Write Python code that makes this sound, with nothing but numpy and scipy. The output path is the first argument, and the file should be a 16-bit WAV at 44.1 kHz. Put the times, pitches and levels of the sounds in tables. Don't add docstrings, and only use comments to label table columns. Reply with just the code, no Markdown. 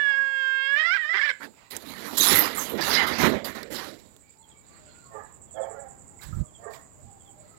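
import sys
import numpy as np
from scipy import signal
from scipy.fft import rfft, irfft, next_fast_len
from scipy.io import wavfile
from scipy.ndimage import uniform_filter1d, map_coordinates

SR = 44100
rng = np.random.default_rng(int(sys.argv[2]) if len(sys.argv) > 2 else 0)


def magnitude_from_level(level_db):
    exponent = np.asarray(level_db, float) / 20
    return 10 ** exponent


def transcribe(signal):
    frames = np.atleast_2d(signal).T
    limited = np.clip(frames, -1, 1)
    pcm = np.round(limited * 32767).astype(np.int16)
    wavfile.write(sys.argv[1], SR, pcm)


N = 334260
T = np.arange(N) / SR

# [f/Hz, t60/s]
YARD_DECAY = [(200, .25), (2000, .28), (10000, .14)]
# [f/Hz, level/dB]
AIR_TREBLE = [(5290, -33.5), (9000, 4), (10500, -7.5), (12000, 2.5), (14500, -1.5), (15900, 1)]


def unit(x):
    return x / np.sqrt(np.mean(x ** 2) + 1e-20)


def along(points, hz):
    f, v = np.transpose(points)
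    return np.interp(np.log(hz + 1), np.log(f + 1), v)


def curves(rows):
    s, *cols = np.transpose(rows)
    return [np.interp(T, s, c) for c in cols]


def wobble(rate):
    knots = rng.standard_normal(int(N * rate / SR) + 4)
    return map_coordinates(knots, [T * rate])


def filtered(x, response):
    m = next_fast_len(N + SR // 2)
    return irfft(rfft(x, m) * response(np.fft.rfftfreq(m, 1 / SR)), m)[:N]


def hiss(spectrum, lo_hz=0, hi_hz=SR, source=None):
    x = rng.standard_normal(N) if source is None else source

    def response(hz):
        edges = (1 + (lo_hz / (hz + 1)) ** 12) * (1 + (hz / hi_hz) ** 12)
        return magnitude_from_level(along(spectrum, hz)) / np.sqrt(edges)

    return unit(filtered(x, response))


def struck(size, spread_db, keep, patchy_db):
    z = signal.stft(rng.standard_normal(N), nperseg=size)[2]
    patches = uniform_filter1d(rng.standard_normal(z.shape), 9, 0)
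    patches = unit(uniform_filter1d(patches, 9, 1))
    blows = magnitude_from_level(spread_db * rng.standard_normal(z.shape) + patchy_db * patches)
    ring = signal.lfilter([1], [1, -np.clip(keep, 0, .95)], blows ** 2, axis=1)
    return signal.istft(z * np.sqrt(ring), nperseg=size)[1][:N]


def echoes(x, decay):
    hz, t, z = signal.stft(rng.standard_normal(SR), SR, nperseg=256)
    tail = signal.istft(z * magnitude_from_level(-60 * t / along(decay, hz)[:, None]), SR, nperseg=256)[1]
    return signal.fftconvolve(x, tail / np.linalg.norm(tail))[:N]


def voice(pitch, rough, half, tract, mouth, held, shimmer_db, jitter, breath, count):
    shake = .004 * wobble(60) + jitter * rough * (wobble(45) + wobble(120)) / 1.3
    cycles = np.cumsum(pitch * (1 + shake)) / SR
    out = np.zeros(len(pitch))
    for k in np.arange(1, 2 * count + 1) / 2:
        level = held.get(k, along(tract, k * pitch))
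        level = level + shimmer_db * (wobble(9) + 6 * rough * wobble(60))
        tone = np.sin(2 * np.pi * (k * cycles + rng.random()))
        out += (half if k % 1 else 1) * magnitude_from_level(level) * tone
    out /= np.sqrt(np.abs(uniform_filter1d(out ** 2, 1000)) + 1e-12)
    air = hiss(mouth) * (1 + np.cos(2 * np.pi * cycles))
    flutter = magnitude_from_level(7 * rough * wobble(260).clip(-3, 1.1))
    return out * flutter + breath * rough ** 1.5 * air


def bursts(rows, swell_db, upper_swell_db, faster):
    low, high = np.zeros(N), np.zeros(N)
    for s, swell_s, db, upper_db, dying in rows:
        on = np.clip((T - s) / .006, 0, 1)
        to_go = np.clip(1 - (T - s) / swell_s, 0, 1)
        after = (T - s - swell_s).clip(0)
        low += (on * magnitude_from_level(db - swell_db * to_go - dying * after)) ** 2
        high += (on * magnitude_from_level(db + upper_db - upper_swell_db * to_go - faster * dying * after)) ** 2
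    return np.sqrt(low), np.sqrt(high)


def rings(events, crack, lift_db, spread, loose):
    out, t = np.zeros(N + SR), np.arange(SR // 2) / SR
    for s, db, hz, t60 in events:
        modes_hz = hz * (1 + spread * rng.standard_normal((24, 1)))
        ring = np.sin(2 * np.pi * (modes_hz * t + loose * rng.random((24, 1)))).sum(0) / 4.5
        ring *= magnitude_from_level(-60 * t / t60 + 3 * wobble(250)[:len(t)])
        ring *= 1 - np.exp(-hz * t / 12)
        snap = crack * .06 / t60 * rng.standard_normal(len(t)) * magnitude_from_level(-60 * t / .01)
        out[round(s * SR):][:len(t)] += magnitude_from_level(db + lift_db) * (ring + snap)
    return out[:N]


def yowl():
    # [t/s, pitch f/Hz, level/dB, mouth opening/dB]
    wail = [
        (0, 575.6, -24.5, -3),
        (.134, 547, -25, 2.5),
        (.2, 552.8, -23, -8),
        (.332, 541, -29.5, 1),
        (.49, 532.4, -28, -1.5),
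        (.655, 538.7, -29, 7),
        (.74, 562.6, -24, 1),
        (.9, 703.4, -24.5, -6.5),
        (.957, 810.5, -23.5, -3),
    ]
    # [t/s, from f/Hz, to f/Hz, level/dB, mouth opening/dB]
    breaks = [(.962, 802, 766.3, -26, 0), (.972, 694, 625.6, -30, -0.5), (1.011, 633, 590.5, -30.5, 1.5),
              (1.044, 595.6, 617, -28, -3), (1.065, 606, 610.6, -33, 0), (1.09, 625.4, 670, -27.5, -4),
              (1.112, 648.6, 698.2, -28, -5.5), (1.138, 395.6, 405.6, -26, -8.5),
              (1.193, 594, 611.2, -26.5, -4), (1.212, 561.5, 540, -24, 3.5),
              (1.232, 572, 616.6, -25.5, -3.5), (1.258, 601.4, 555.8, -28, 7.5),
              (1.292, 522, 509.3, -25, -2.5)]
    # [t/s, added roughness 0-1]
    jolts = [(.752, .16), (.79, .1), (.825, .08), (.94, .25), (.968, .15), (1.09, .06), (1.134, .38),
             (1.165, .3), (1.215, .14), (1.255, .33), (1.285, .25)]
    # [f/Hz, level/dB]
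    throat = [(200, -66), (340, -11.5), (540, -31), (1080, -24.5), (1500, -12.5), (1700, 3), (2050, 4.5),
              (2300, -16.5), (3300, -36.5), (3900, -54.5), (5000, -36.5), (6300, -53), (10000, -74.5),
              (12800, -55.5), (15000, -64)]
    # [f/Hz, level/dB]
    scream = [(300, -28), (600, -27), (1200, -17), (1650, 0), (1950, 3), (2250, -5), (2600, -13),
              (3300, -14), (3900, -22), (4400, -32), (5000, -23), (5500, -30), (6300, -46), (9000, -56)]
    # [f/Hz, level/dB]
    snarl = [(200, -53), (350, -26), (900, -30), (1600, -2), (2100, -5), (2600, -21), (3500, -7),
             (4200, -17), (5200, -24), (9000, -42)]
    open_mouth = {4: -20, 5: -18.5, 6: -20.5, 7: -38, 8: -39.5, 9: -33.5}
    end_s, hoarse_s, ease_s = 1.31, .745, .045

    ends = [row[0] for row in breaks[1:]] + [end_s]
    path = list(wail)
    for (s, hz, end_hz, db, wide), end in zip(breaks, ends):
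        path += [(s, hz, db, wide), (end - 1e-4, end_hz, db, wide)]
    pitch, db, open_db = uniform_filter1d(curves(path), size=220)
    last_s = breaks[-1][0]
    db += -3 * np.clip((T - last_s) / (end_s - last_s), 0, 1)

    jolt = sum(size * (T > s) * np.exp(-(T - s).clip(0) / ease_s) for s, size in jolts)
    jolt = uniform_filter1d(jolt, size=600)
    turned = np.clip((T - hoarse_s) / ease_s, 0, 1)
    rough = .015 + .11 * turned + jolt

    held = {}
    for k in np.arange(1, 33) / 2:
        clear = open_mouth[k] + open_db if k in open_mouth else along(throat, k * pitch)
        upper = np.clip(k * pitch / 600 - 3, 0, 1) * np.clip(8 - k * pitch / 600, 0, 1)
        hoarse = along(scream, k * pitch) + open_db * upper
        held[k] = turned * hoarse + (1 - turned) * clear
    gate = np.clip((end_s + .01 - T) * 200, 0, 1)
    cry = voice(pitch, rough, .8 * jolt, throat, snarl, held, shimmer_db=2, jitter=.06, breath=.65, count=27)
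    return gate * magnitude_from_level(db) * cry


def shaken_sheet():
    # [t/s, swell/s, boom level/dB, rattle over boom/dB, dying/(dB/s)]
    shoves = [(1.398, 0.037, -44.5, 2, 193), (1.705, 0.032, -49, 5, 68.5), (1.82, 0.32, -43, 0.5, 140),
              (2.17, 0.14, -35.5, 7, 64.5), (2.25, 0.13, -32.5, 8.5, 54), (2.55, 0.036, -43, 6, 18.5),
              (2.66, 0.15, -34.5, -20.5, 62), (2.776, 0.014, -34.5, 2, 63), (2.82, 0.18, -33.5, 9, 77.5),
              (3.062, 0.019, -35.5, 7.5, 45.5), (3.18, 0.07, -24.5, 1.5, 78), (3.442, 0.0048, -40, 2, 64),
              (3.545, 0.014, -41.5, 2, 86), (3.7, 0.1, -40.5, 1.5, 69)]
    # [t/s, swell/s, scrape level/dB, jingle over scrape/dB, dying/(dB/s)]
    rakes = [(1.395, 0.05, -55, 0, 260), (1.702, 0.0071, -46.5, 2.5, 101.5), (1.74, .03, -64, 10, 124),
             (1.82, 0.34, -46, 0.5, 64), (2.168, 0.013, -30, 6, 63.5), (2.2, 0.045, -27, 1.8, 77),
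             (2.3, 0.071, -28.5, 2.5, 131), (2.545, .055, -40.5, 7, 88.5), (2.775, .004, -47.5, -13.5, 60),
             (2.805, 0.13, -30, -4, 114.5), (2.9, 0.043, -27.5, -13, 269), (3.062, 0.0091, -32, -6, 119.5),
             (3.18, .06, -32.5, -1.5, 147), (3.442, .006, -40.5, 6.5, 212.5),
             (3.545, .012, -47.5, -0.5, 155), (3.7, 0.027, -49.5, 4, 60.5), (3.74, 0.028, -39.5, -4.5, 119)]
    # [f/Hz, level/dB]
    ribs = [(350, -32.5), (600, -14.5), (758, 0), (1680, -2), (1980, 0), (2570, -8), (3930, 2.5),
            (7280, -10), (8230, -22.5), (12800, -15.5), (15900, -30.5)]
    # [f/Hz, level/dB]
    slack = [(18, -58), (30, -35), (60, -6), (123, -11), (226, -0.5), (678, -7.5), (800, -19),
             (1040, -34.5), (1760, -120)]
    boom_gain, rattle_gain = bursts(shoves, swell_db=6, upper_swell_db=11, faster=1.81)
    scrape_gain, jingle_gain = bursts(rakes, swell_db=8.5, upper_swell_db=8.5, faster=1.37)
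    grit = magnitude_from_level(1.9 * wobble(50) + 1.4 * wobble(700) + 8 * (wobble(500) - 2).clip(0, .8))
    boom = hiss(slack, 0, 700, struck(size=1024, spread_db=2.5, keep=.4, patchy_db=1.5))
    boom *= magnitude_from_level(2.5 * wobble(30))
    rattle = hiss(ribs, 700, 2800, struck(size=512, spread_db=3.5, keep=.6, patchy_db=3)) * np.sqrt(grit)
    scrape = hiss(ribs, 2800, 8500, struck(size=512, spread_db=3.5, keep=.6, patchy_db=3.2)) * grit
    jingle = hiss(ribs, 8500, SR, struck(size=256, spread_db=4, keep=.75, patchy_db=3)) * grit
    shoved = boom_gain * unit(boom) + rattle_gain * unit(rattle)
    return shoved + scrape_gain * unit(scrape) + jingle_gain * unit(jingle)


def fence_contacts():
    # [t/s, peak level/dB, ring f/Hz, t60/s]
    stake = [
        (1.4068, -28, 1445, 0.015),
        (1.4176, -29.5, 1460, 0.039),
        (1.4324, -20.5, 1570, 0.012),
        (1.4443, -25.5, 1750, 0.011),
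        (1.4527, -30.5, 1650, 0.024),
        (1.5409, -44, 1280, 0.0097),
    ]
    # [t/s, peak level/dB, ring f/Hz, t60/s]
    claws = [(1.708, -26, 2050, 0.014), (1.7659, -15.5, 11600, 0.014), (1.8855, -37.5, 4040, 0.2),
             (1.9071, -32, 2180, 0.06), (2.18, -11.5, 11450, 0.13), (2.1803, -12.5, 7310, .08),
             (2.1987, -11.5, 3770, 0.2), (2.205, -11.5, 6276, .15), (2.2596, -12, 10300, 0.3),
             (2.285, -10.5, 10170, .2), (2.26, -9.5, 12300, .04), (2.2, -13.5, 12180, .15),
             (2.2855, -10, 5260, .08), (2.29, -15.5, 7090, .2), (2.355, -10.5, 2051, .15),
             (2.385, -12.5, 1970, .15), (2.435, -23, 4960, .25), (2.5739, -20, 7500, .15),
             (2.59, -23, 6400, .2), (2.585, -20.5, 13170, .1), (2.6642, -31, 3180, .06),
             (2.69, -27, 12800, .2), (2.7006, -27, 3086, .06), (2.8163, -20.5, 4690, .15),
             (2.8333, -19.5, 2730, .12), (2.93, -14.5, 4080, 0.29), (2.962, -11, 2048, 0.34),
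             (2.945, -15.5, 4980, .2), (2.97, -17, 2950, 0.29), (3.2379, -23.5, 3060, .12),
             (2.3523, -5, 11700, 0.11), (2.386, -4.5, 12960, 0.16), (2.5488, -25, 9230, 0.17),
             (2.6349, -16.5, 12170, 0.015), (2.779, -27.5, 1930, 0.05), (2.814, -19.5, 1700, 0.18),
             (2.8971, -23, 4797, 0.7), (3.0701, -20.5, 2023, 0.22), (3.1857, -17, 2065, 0.1),
             (3.4439, -26, 4790, 0.12), (3.5558, -34, 1850, 0.17), (3.722, -35, 7380, 0.25),
             (3.7883, -36, 2060, 0.062), (3.8861, -32.5, 3920, 0.1), (3.928, -49.5, 3800, 0.16),
             (4.165, -36.5, 3700, 0.0067)]
    # [t/s, peak level/dB, ring f/Hz]
    tips = [(1.7175, -29, 4300), (1.7514, -28, 4800), (1.7655, -17, 8000), (1.9051, -28, 2900),
            (2.1694, -24, 6000), (2.7766, -27.5, 3900), (2.816, -26.5, 4670), (2.3575, -9.5, 11200),
            (2.3925, -7, 12700), (3.63, -22, 4500), (1.3, -30, 2600), (4.13, -52, 4530),
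            (3.9594, -45.5, 3470), (4.0594, -49, 4010), (4.37, -50.5, 4690)]
    # [t/s, peak level/dB, ring f/Hz, t60/s]
    low_rings = [
        (1.403, -28, 289, .15),
        (1.44, -36, 252, .15),
        (1.752, -34, 345, .1),
        (1.85, -36.5, 273.5, .4),
        (2.07, -30, 276.5, .4),
        (2.695, -23, 249, .2),
        (2.78, -22, 332, .2),
        (3.2, -24.5, 275, .3),
    ]
    out = rings(claws, crack=.11, lift_db=-9, spread=.028, loose=.5)
    out += rings(stake, crack=.015, lift_db=-1, spread=.04, loose=0)
    out += rings([(s, db, hz, .02) for s, db, hz in tips], crack=.15, lift_db=-4, spread=.13, loose=1)
    return out + rings(low_rings, crack=0, lift_db=-2, spread=.04, loose=.97)


def hand():
    # [t/s, swell/s, thud level/dB, brush over thud/dB, dying/(dB/s)]
    shifts = [
        (6.205, .03, -45, -3.5, 88),
        (6.25, .168, -26.5, -34.5, 797),
        (6.7, 0.039, -55, 3.5, 100),
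        (6.99, .056, -46, -25.5, 269.5),
    ]
    # [t/s, peak level/dB, ring f/Hz, t60/s]
    taps = [
        (6.322, -41.5, 1310, 0.13),
        (6.193, -44.5, 2100, .03),
        (6.217, -42, 3820, 0.032),
        (6.24, -48.5, 2400, 0.039),
        (6.24, -45.5, 1610, 0.059),
        (6.73, -45, 2330, .08),
        (7.02, -46.5, 700, 0.091),
        (7.03, -41, 220, .12),
    ]
    # [f/Hz, level/dB]
    skin = [(530, -13.5), (900, -4), (1320, -6), (1620, -3.5), (2650, -12.5), (3900, -9), (6300, -13.5),
            (7550, -4), (8410, -15.5), (15900, -16)]
    # [f/Hz, level/dB]
    case = [(15, -41), (25, 1), (139, -4), (221, -18.5), (339, -28), (476, -57), (500, -33), (650, -58),
            (1100, -120)]
    press, slide = bursts(shifts, swell_db=16.5, upper_swell_db=10, faster=2.5)
    thud = press * magnitude_from_level(1.9 * wobble(25)) * hiss(case)
    brush = hiss(skin, source=struck(size=256, spread_db=2.5, keep=.6, patchy_db=2.5))
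    brush *= magnitude_from_level(3 + 1.5 * wobble(80))
    fanned = magnitude_from_level(-11) * hiss(AIR_TREBLE)
    return thud + slide * (brush + fanned) + rings(taps, crack=.1, lift_db=3.5, spread=.029, loose=.87)


def barks():
    # [t/s, swell/s, chest level/dB, open mouth over chest/dB, dying/(dB/s)]
    calls = [
        (5.11, 0.05, -45.5, -3, 231),
        (5.545, 0.041, -38.5, -11, 108),
        (5.72, 0.113, -48.5, -12, 161),
        (6.59, 0.09, -45.5, -7, 239),
    ]
    # [f/Hz, level/dB]
    muzzle = [(180, -57), (330, -48), (450, 5), (650, 11), (850, 16.5), (1100, 13), (1400, -20.5),
              (1800, -7), (2300, -30), (4000, -30)]
    # [f/Hz, level/dB]
    round_muzzle = [(180, -52), (330, -21), (450, -15.5), (560, 0), (670, 1.5), (870, 6), (1100, -11),
                    (1450, -19), (1800, -21), (2300, -33.5), (2700, -46), (4000, -56)]
    round_s, whine_s, end_s = 5.45, 5.72, 6.3
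    gains = bursts(calls, swell_db=14, upper_swell_db=17, faster=.61)
    chest, mouth = uniform_filter1d(gains, size=900)
    whine = np.clip((T - whine_s) * 40, 0, 1) * (T < end_s)
    pitch = 221 + 50 * whine + 6 * wobble(8)
    long = (T > round_s) * (T < end_s)
    held = {}
    for k in np.arange(1, 25) / 2:
        held[k] = np.where(long, along(round_muzzle, k * pitch), along(muzzle, k * pitch))
    rough = np.where(long, .3, .35)
    half = uniform_filter1d(np.where(long * (T > whine_s), .25, .64), size=1500)
    bark = voice(pitch, rough, half, muzzle, muzzle, held, shimmer_db=3, jitter=.087, breath=.7, count=12)
    flat = [(1, 0)]
    return chest * hiss(flat, 0, 668, bark) + mouth * hiss(flat, 1307, SR, bark)


def howls():
    # [t/s, length/s, start f/Hz, end f/Hz, level/dB]
    cries = [(4.22, .33, 820, 870, -69), (4.37, .1, 900, 880, -67), (4.52, .13, 1190, 1070, -68),
             (4.19, .14, 2330, 2330, -71), (4.53, .09, 2300, 2300, -71), (4.69, .1, 2250, 2400, -74),
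             (4.77, .17, 628, 596, -66), (4.865, .2, 1500, 1370, -63), (4.87, .07, 4280, 4150, -70),
             (4.38, .06, 4050, 4250, -75), (4.69, .1, 4650, 4350, -72), (4.39, .05, 2100, 2000, -75),
             (4.99, .1, 4200, 4280, -75), (4.68, .07, 1130, 1180, -67), (4.73, .13, 1300, 1350, -73),
             (1.6, .11, 1850, 2000, -67), (0.034, .1, 890, 870, -54), (.2, .18, 870, 900, -63.5),
             (5.04, .055, 1150, 1064, -59), (1.4, .09, 900, 880, -57), (6.1, .1, 830, 800, -67),
             (6.38, .12, 600, 620, -63), (6.34, .14, 1250, 1150, -65), (6.95, .07, 600, 600, -65),
             (7.03, .15, 820, 790, -62), (7.2, .19, 800, 790, -67), (7.335, .12, 616, 590, -62),
             (7.42, .16, 1350, 1250, -69), (7.44, .12, 2000, 2000, -71)]
    out = np.zeros(N)
    for start, length, hz, end_hz, level_db in cries:
        u = np.clip((T - start) / length, 0, 1)
        glide = (hz + (end_hz - hz) * u) * (1 + .012 * wobble(35) + .022 * wobble(150))
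        broken = magnitude_from_level(5 * wobble(25).clip(-3, 1))
        swell = np.sqrt(np.sin(np.pi * u).clip(0))
        out += magnitude_from_level(level_db) * broken * swell * np.sin(2 * np.pi * np.cumsum(glide) / SR)
    return out


def dogs():
    # [f/Hz, t60/s]
    street = [(300, 0.25), (2000, 0.41), (6000, 0.12)]
    far = barks() + howls()
    return far + magnitude_from_level(-1) * echoes(far, street)


def cricket_chorus():
    # [t/s, level/dB]
    chorus = [(0, -64), (1.062, -63), (1.314, -58.5), (1.68, -66.5), (4.12, -64), (4.66, -61), (6.33, -57),
              (7.58, -61)]
    # [f/Hz, level/dB]
    wings = [(3060, -49.5), (5200, -25.5), (5650, -32), (5950, -34.5), (6960, -4), (7380, 0.5), (8150, -2),
             (8370, -26), (8520, -11), (9170, -18), (10500, -25.5), (13600, -68), (22000, -120)]
    db, = curves(chorus)
    turn = (T - 5.883) / .0938 % 1

    def buzz(start, life):
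        return np.clip((turn - start) * 25, 0, 1) * np.clip((start + life - turn) * 6, 0, 1)

    high = hiss(wings, 7750, 8150, hiss(wings, 7600, 8150))
    sunk = hiss(wings, 6900, 7700)
    solo = buzz(start=0, life=.45) * high + magnitude_from_level(-4) * buzz(start=.12, life=.55) * sunk
    solo *= magnitude_from_level(2 * wobble(3) + 1.5 - 6 * np.clip(1.5 - T / 3, 0, 1))
    far = magnitude_from_level(-3) * hiss(wings, 0, 7500, hiss([(1, 0)], 0, 7800)) + magnitude_from_level(-13) * hiss(wings, 8000)
    return magnitude_from_level(db + .5 + 1.2 * wobble(200)) * (magnitude_from_level(1.4 * wobble(3.2)) * far + solo)


def near_cricket():
    # [t/s, peak level/dB]
    chirps = [
        (4.41, -58),
        (4.484, -56),
        (4.868, -63),
        (5.46, -63),
        (5.53, -51),
        (5.604, -50),
        (6.45, -63),
        (6.52, -54),
        (7.175, -61),
        (7.245, -54),
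    ]
    t = np.arange(SR // 14) / SR
    strokes = np.sin(np.pi * 75 * t) ** 2 * np.sin(np.pi * t / t[-1]) ** 2
    chirp = strokes * np.sin(2 * np.pi * (3580 * t - 4000 * t ** 2))
    out = np.zeros(N)
    for s, level_db in chirps:
        out[round(s * SR):][:len(t)] += magnitude_from_level(level_db - 2 + 3 * wobble(120)[:len(t)]) * chirp
    return out + magnitude_from_level(-9) * echoes(out, YARD_DECAY)


def night():
    # [t/s, traffic level/dB, breeze level/dB]
    bed = [(0, -86, -61.5), (.7, -81, -66.5), (4.05, -57, -73), (4.3, -68.5, -78), (4.45, -66, -74),
           (4.75, -62.5, -69), (5.1, -60.5, -70.5), (5.35, -56.5, -81.5), (6.17, -57, -83.5),
           (7.3, -61, -79.5), (7.58, -60.5, -75.5)]
    # [f/Hz, level/dB]
    traffic = [(15, -45), (25, 1), (112, 1.5), (200, -8.5), (649, -14.5), (1070, -15.5), (1460, -29.5),
               (2310, -31.5), (2500, -38.5), (3250, -51), (5500, -120)]
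    # [f/Hz, level/dB]
    foliage = [(880, -11.5), (1500, -12.5), (1660, -13), (2290, -10.5), (3240, -17), (4720, -13),
               (5750, -26.5), (7430, -7), (8530, -23), (15900, -33.5)]
    hum_db, rustle_db = curves(bed)
    hum = magnitude_from_level(hum_db + .6 * wobble(1.2)) * hiss(traffic)
    leaves = hiss(foliage, 0, 6000, struck(size=512, spread_db=2.5, keep=.6, patchy_db=3))
    rustle = magnitude_from_level(rustle_db + 3.5 + 2.8 * wobble(12)) * leaves
    return hum + rustle + magnitude_from_level(-73.5 + 1.2 * wobble(15)) * hiss(AIR_TREBLE)


def dead_port():
    # [t/s, level/dB]
    drift = [(0, -69), (.75, -69.5), (1.4, -62), (1.8, -62), (4.4, -60.5), (4.75, -54.5), (7.58, -54.5)]
    # [f/Hz, level/dB]
    circuit = [(20, -14), (45, -3), (90, 0), (170, -3), (350, -8), (700, -14), (1400, -21), (2750, -28),
               (5500, -38), (7300, -45), (15800, -47)]
    return magnitude_from_level(curves(drift)[0] + .91 * wobble(13)) * hiss(circuit)


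def scene():
    cat = yowl()
    right = cat + magnitude_from_level(-14) * echoes(cat, YARD_DECAY)
    right += shaken_sheet() + fence_contacts() + hand()
    right += dogs() + cricket_chorus() + near_cricket() + night()
    return np.array([dead_port(), 2 * right])


def top_cut(x):
    return signal.sosfilt(signal.butter(12, 16460, fs=SR, output="sos"), x)


def record(dry):
    def band(hz):
        return (hz < 15900) * hz ** 2 / (hz ** 2 + 45 ** 2)

    mix = np.array([filtered(x, band) for x in dry])
    return top_cut(mix)


dry = scene()
out = record(dry)
transcribe(out)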